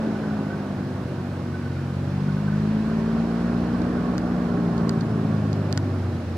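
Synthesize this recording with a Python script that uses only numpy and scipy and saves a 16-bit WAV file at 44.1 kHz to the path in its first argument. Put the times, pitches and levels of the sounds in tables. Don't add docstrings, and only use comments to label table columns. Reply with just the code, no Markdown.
import sys
import numpy as np
from scipy import signal
from scipy.fft import rfft, irfft, next_fast_len
from scipy.io import wavfile
from scipy.ndimage import uniform_filter1d, map_coordinates

SR = 44100
rng = np.random.default_rng(int(sys.argv[2]) if len(sys.argv) > 2 else 0)


def to_wav(sig):
    pcm = np.clip(np.atleast_2d(sig), -1, 1) * 32767
    pcm = np.round(pcm).astype(np.int16)
    wavfile.write(sys.argv[1], SR, pcm.T)


N = 280917
TIME_S = np.arange(N) / SR
ABEAM_S, CRUISE_HZ = 3, 52
HALVES = np.array([[0.5], [-0.5]])


def amp(db):
    return 10 ** (np.asarray(db) / 20)


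def unit(x):
    return x / np.sqrt(np.mean(x ** 2) + 1e-20)


def along(points, hz, beyond=None):
    f, v = np.transpose(points)
    return np.interp(np.log(hz + 1), np.log(f + 1), v, beyond, beyond)


def curves(rows):
    s, *cols = np.transpose(rows)
    return [np.interp(TIME_S, s, c) for c in cols]


def wobble(rate):
    steps = np.arange(0, N + 64, 64)
    knots = rng.standard_normal(int(N * rate / SR) + 4)
    return np.interp(np.arange(N), steps, map_coordinates(knots, [steps * rate / SR]))


def filtered(x, response):
    m = next_fast_len(N + SR // 2)
    return irfft(rfft(x, m) * response(np.fft.rfftfreq(m, 1 / SR)), m)[..., :N]


def noise(spectrum, channels):
    white = rng.standard_normal((channels, N))
    return unit(filtered(white, lambda hz: amp(along(spectrum, hz, -120))))


def speeding(hz):
    return uniform_filter1d(np.gradient(hz) * SR, size=SR // 3)


# time in seconds, blade rate in Hz, swell of the blade tones in dB,
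# base level of the roar in dB.
DRIVE_COURSE = [(0, 55.3, -4, -34), (0.49, 51.03, -3, -37), (0.98, 47.74, -4, -38.5), (1.4, 46.26, -2, -40),
                (1.71, 45.13, 2, -42), (1.96, 45.73, 2, -39.5), (2.3, 49.28, 3, -40),
                (2.69, 53.32, 2.5, -38.5), (3.18, 56.66, 1.5, -35.5), (3.6, 58.94, 0.5, -34.5),
                (3.95, 60.27, -1, -35), (4.3, 59.75, -0.5, -34.5), (4.65, 57.82, 3, -33),
                (5.14, 54.63, 2.5, -35.5), (5.5, 51.77, 1.5, -36), (5.88, 48.4, -4, -36.5),
                (6.37, 42.88, -6.5, -40)]


def drive_course():
    return curves(DRIVE_COURSE)


def tone(turns, db, waver_db, drift):
    phase = 2 * np.pi * turns + drift * wobble(14)
    return np.sqrt(2) * amp(db + waver_db * wobble(9)) * np.sin(phase)


# blade rate in Hz, then base levels in dB rms of blade tones 1 to 4
STRONG_TONES = [(44.5, -57, -32, -34.5, -49, -44.5, -36), (46.46, -58, -30, -32, -37.5, -41, -36.5),
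                (52.75, -49.5, -35.5, -30.5, -27, -41.5, -39.5),
                (55.1, -46.5, -40, -33.5, -26.5, -40.5, -41.5),
                (59.4, -38.5, -43, -28.5, -27, -49.5, -35.5)]
SWELL_SHARE = [0.65, 0.83, 1.3, .9, .1, 0.057]
TURN_SLOPE = [-0.67, 1.94, 0.18, -0.9, 1.05, 0.015]
LOAD_GAIN = [.45, -0.14, 0.038, 0.07, -0.062, -0.13]
# multiple of the blade rate, base level in dB above the roar.
WEAK_BLADE_TONES = [(5, -9), (6, -10), (7, -7), (8, -14.5), (10, -16), (12, -16)]
# multiple of the firing rate, base level in dB rms at cruise rate.
WEAK_FIRING_TONES = [(3, -46), (4, -54)]
FIRINGS_PER_BLADE = 2.595
FIRING_DB_PER_HZ = -0.31


def drive():
    hz, swell_db, roar_db = drive_course()
    hz = uniform_filter1d(hz, size=SR // 4)
    blades = np.cumsum(hz) / SR
    firings = FIRINGS_PER_BLADE * blades
    past = TIME_S - ABEAM_S
    rates, *levels = np.transpose(STRONG_TONES)
    db = [np.interp(hz, rates, level) + share * swell_db + turn * past + load * speeding(hz)
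          for level, share, turn, load in zip(levels, SWELL_SHARE, TURN_SLOPE, LOAD_GAIN)]

    strong = sum(tone(k * blades, d, 0.9, 0.04 * k) for k, d in zip((1, 2, 3, 4), db))
    strong += tone(firings, db[-2], 2.6, 0.27)
    strong += tone(2 * firings, db[-1], 1.16, 0.47)

    weak = sum(tone(k * blades, roar_db + d, 2.95, 0.085 * k) for k, d in WEAK_BLADE_TONES)
    firing_slope_db = FIRING_DB_PER_HZ * (hz - CRUISE_HZ)
    weak += sum(tone(k * firings, d + firing_slope_db, 3.9, 0.14 * k) for k, d in WEAK_FIRING_TONES)

    shaft = 2 * np.pi * blades / 3
    unequal = 1 + 0.085 * np.cos(shaft) + 0.085 * np.cos(2 * shaft + 1.5)
    return strong * unequal + weak, blades


# frequency in Hz, correlation as a plain factor.
LIKENESS = [(60, 1), (300, 0.99), (640, 1), (1410, 0.65), (3100, 0.27), (6820, 0.14), (15000, 0.088)]


def rush(spectrum, patchy_db):
    z = signal.stft(rng.standard_normal((2, N)), nperseg=512)[2]
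    field = rng.standard_normal(z.shape[1:])
    field = uniform_filter1d(uniform_filter1d(field, size=5, axis=0), size=10, axis=1)
    pair = signal.istft(z * amp(patchy_db * unit(field)), nperseg=512)[1][:, :N]

    def mid_side(hz):
        angle = np.arccos(np.clip(along(LIKENESS, hz), -1, 1)) / 2
        return amp(along(spectrum, hz, -120)) * [np.cos(angle), np.sin(angle)]

    mid, side = filtered(pair, mid_side)
    return np.array([mid + side, mid - side]) / np.sqrt(np.mean(mid ** 2))


# level in dB at cruise rate when abeam, slope in dB per Hz of
# blade rate, share of the roar's swing, slope in dB per second, gain in dB per Hz/s of speeding up.
AIR_LEVELS = [(-33, 0.34, .05, .5, -0.06), (-43.5, 0.31, 0.13, -0.01, 0)]
# time in seconds, level in dB.
HISS_LEVEL = [(0, -50), (0.7, -52.5), (1.5, -52.5), (2.6, -50.5), (3.4, -49.5), (4.1, -51), (6.37, -51.6)]
# frequency in Hz, relative density in dB per Hz.
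RUMBLE_SPECTRUM = [(15, -55.5), (45, -16.5), (80, 4), (170, 6), (300, 2.5), (450, -14.5), (700, -42)]
# frequency in Hz, relative density in dB per Hz.
ROAR_SPECTRUM = [(180, -13), (300, -2.5), (420, -6.5), (600, -6.5), (800, -10), (1000, -32), (1400, -46)]
# frequency in Hz, relative density in dB per Hz.
RASP_SPECTRUM = [(600, -13.5), (900, 3), (1100, 0.5), (1500, 1), (1800, -4), (2100, -17.5), (3000, -43)]
# frequency in Hz, relative density in dB per Hz.
HISS_SPECTRUM = [(1200, -10.5), (1900, -2), (2430, -2.5), (3600, -8.5), (4200, -9), (6000, -15.5),
                 (11000, -29.5)]


def air(blades):
    hz, _, roar_db = drive_course()
    past = TIME_S - ABEAM_S
    roar_swing = roar_db - roar_db.mean()
    hiss_db, = curves(HISS_LEVEL)
    rumble_db, rasp_db = [
        db + slope * (hz - CRUISE_HZ) + share * roar_swing + turn * past + load * speeding(hz)
        for db, slope, share, turn, load in AIR_LEVELS]
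    puff = 1 + 0.068 * np.cos(2 * np.pi * blades)
    rumble = amp(rumble_db + 0.4 * wobble(6)) * rush(RUMBLE_SPECTRUM, patchy_db=1.0)
    roar = amp(roar_db + 0.23 * wobble(17)) * puff * rush(ROAR_SPECTRUM, patchy_db=0.5)
    rasp = amp(rasp_db + 0.29 * wobble(12)) * puff * rush(RASP_SPECTRUM, patchy_db=1.0)
    hiss = amp(hiss_db + 0.27 * wobble(20)) * rush(HISS_SPECTRUM, patchy_db=0.73)
    return rumble + roar + rasp + hiss


# frequency in Hz, relative density in dB per Hz.
HOWL_SPECTRUM = [(900, -42), (1040, -3), (1130, 2), (1350, -44)]


def howl():
    hz = drive_course()[0]
    level_db = -51.5 + 0.93 * (hz - CRUISE_HZ) + 3.3 * wobble(5.6)
    return amp(level_db) * noise(HOWL_SPECTRUM, channels=1) * [[0.25], [1]]


# approximate time of the peak in seconds, height of the peak in dB.
WHISTLE_PIPS = [(0.0637, -42), (0.1555, -36), (0.237, -40), (0.3074, -43), (0.4394, -46), (0.5055, -36.5),
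                (0.5317, -39), (0.6524, -44), (1.1812, -45), (1.5439, -37), (1.661, -38.5), (2.2887, -36),
                (2.3705, -40), (2.4792, -37.5), (2.5284, -37)]
PIP_HZ = 1500
FLICKER_DB, FLICKER_DB_PER_S = -53, -1.6


def whistle():
    swell = amp(FLICKER_DB + FLICKER_DB_PER_S * TIME_S + 2.7 * wobble(35))
    for s, db in WHISTLE_PIPS:
        rise_s = 0.0062 * amp(rng.normal(0, 0.89))
        u = TIME_S[:SR // 8] / rise_s
        swell[round((s - 0.004) * SR):][:len(u)] += amp(db) * u * np.exp(1 - u)
    return swell * np.sin(2 * np.pi * PIP_HZ * TIME_S + 2.7 * wobble(40))


# start in seconds, level in dB, left minus right in dB,
# decay of the crack to -60 dB in seconds, gain of the knock in dB, gain of the edge in dB.
CLICK_EVENTS = [(3.8187, -37.5, -11, .003, -60, -26), (4.181, -24.5, 6.5, .001, -36, -7),
                (4.7799, -32.5, -1, 0.0039, -57, -24), (4.894, -17.5, 1, 0.0043, -37, -13),
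                (5.009, -29.5, -9, 0.0023, -55, -23), (5.0118, -33.5, -8, .002, -62, -25),
                (5.5305, -27, -3, 0.0022, -56.5, -14), (5.727, -18.5, -6, 0.00052, -39, -0.5),
                (5.776, -15, 0.5, 0.012, -27.5, -8.5)]
# frequency in Hz, gain in dB, decay to -60 dB in seconds.
SHELL_MODES = [
    [(6630, 4, 0.0014), (5340, -8.5, 0.002)],
    [(4540, 2, 0.005), (5680, -5, 0.0023)],
]
# frequency in Hz, gain in dB, decay to -60 dB in seconds.
BODY_MODES = [(1484, 2, 0.036), (1840, 4.5, 0.01), (2900, -3, 0.0067)]
EDGE_SIDES_DB = np.array([[0], [-10]])


def clicks():
    out = np.zeros((2, N + SR))
    t = np.arange(SR // 20) / SR

    def ring(modes):
        return sum(amp(db - 60 * t / t60) * np.sin(2 * np.pi * hz * t) for hz, db, t60 in modes)

    shell = np.array([ring(modes) for modes in SHELL_MODES]) * [[1], [-1]]
    for s, db, pan_db, length, knock_db, edge_db in CLICK_EVENTS:
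        crack = amp(-60 * t / length) * rng.standard_normal(len(t))
        crack[0] = 8
        crack /= np.linalg.norm(crack)
        edge = crack - np.roll(crack, shift=3)
        ringing = signal.fftconvolve(crack[None], shell, axes=1)[:, :len(t)]
        bright = ringing + amp(edge_db + EDGE_SIDES_DB) * edge
        knock = amp(knock_db) * ring(BODY_MODES)
        out[:, round(s * SR):][:, :len(t)] += amp(db + pan_db * HALVES) * bright + knock
    return out[:, :N]


# frequency in Hz, left minus right in dB,
# phase lead of the left in radians.
SIDE_SHADING = [(60, -2, -0.18), (111, 0.64, -0.039), (230, 0.8, -0.2), (400, -1.5, -0.43),
                (910, -3.5, -0.48), (1230, -4, 0.24), (2420, 0.5, 0.64), (8120, 0.5, 0.2)]
# frequency in Hz, width in Hz, gain in dB.
PORT_RESONANCES = [
    [(5400, 410, -7), (6460, 800, -23)],
    [(4000, 230, -7.5), (4430, 260, -2.5), (5020, 260, -2.5)],
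]


def ports(hz):
    f, db, lead = np.transpose(SIDE_SHADING)
    level = amp(HALVES * along(np.c_[f, db], hz))
    lag = np.exp(1j * HALVES * along(np.c_[f, lead], hz))
    resonant = [1 + sum(amp(g) * 1j * hz * w / (c * c - hz * hz + 1j * hz * w) for c, w, g in port)
                for port in PORT_RESONANCES]
    return level * lag * resonant


def scene():
    tones, blades = drive()
    far = tones + whistle() + air(blades) + howl()
    return filtered(far, ports) + clicks()


# frequency in Hz, relative density in dB per Hz.
SELF_NOISE_SPECTRUM = [(1000, -21.5), (5000, -1.5), (9000, -4.5), (13000, -9), (16000, -12.5)]
TOP_HZ = 15750


def record(dry):
    hiss = amp(-62.0) * noise(SELF_NOISE_SPECTRUM, channels=2)
    return filtered(dry + hiss, lambda hz: hz < TOP_HZ)


dry = scene()
out = record(dry)
to_wav(out)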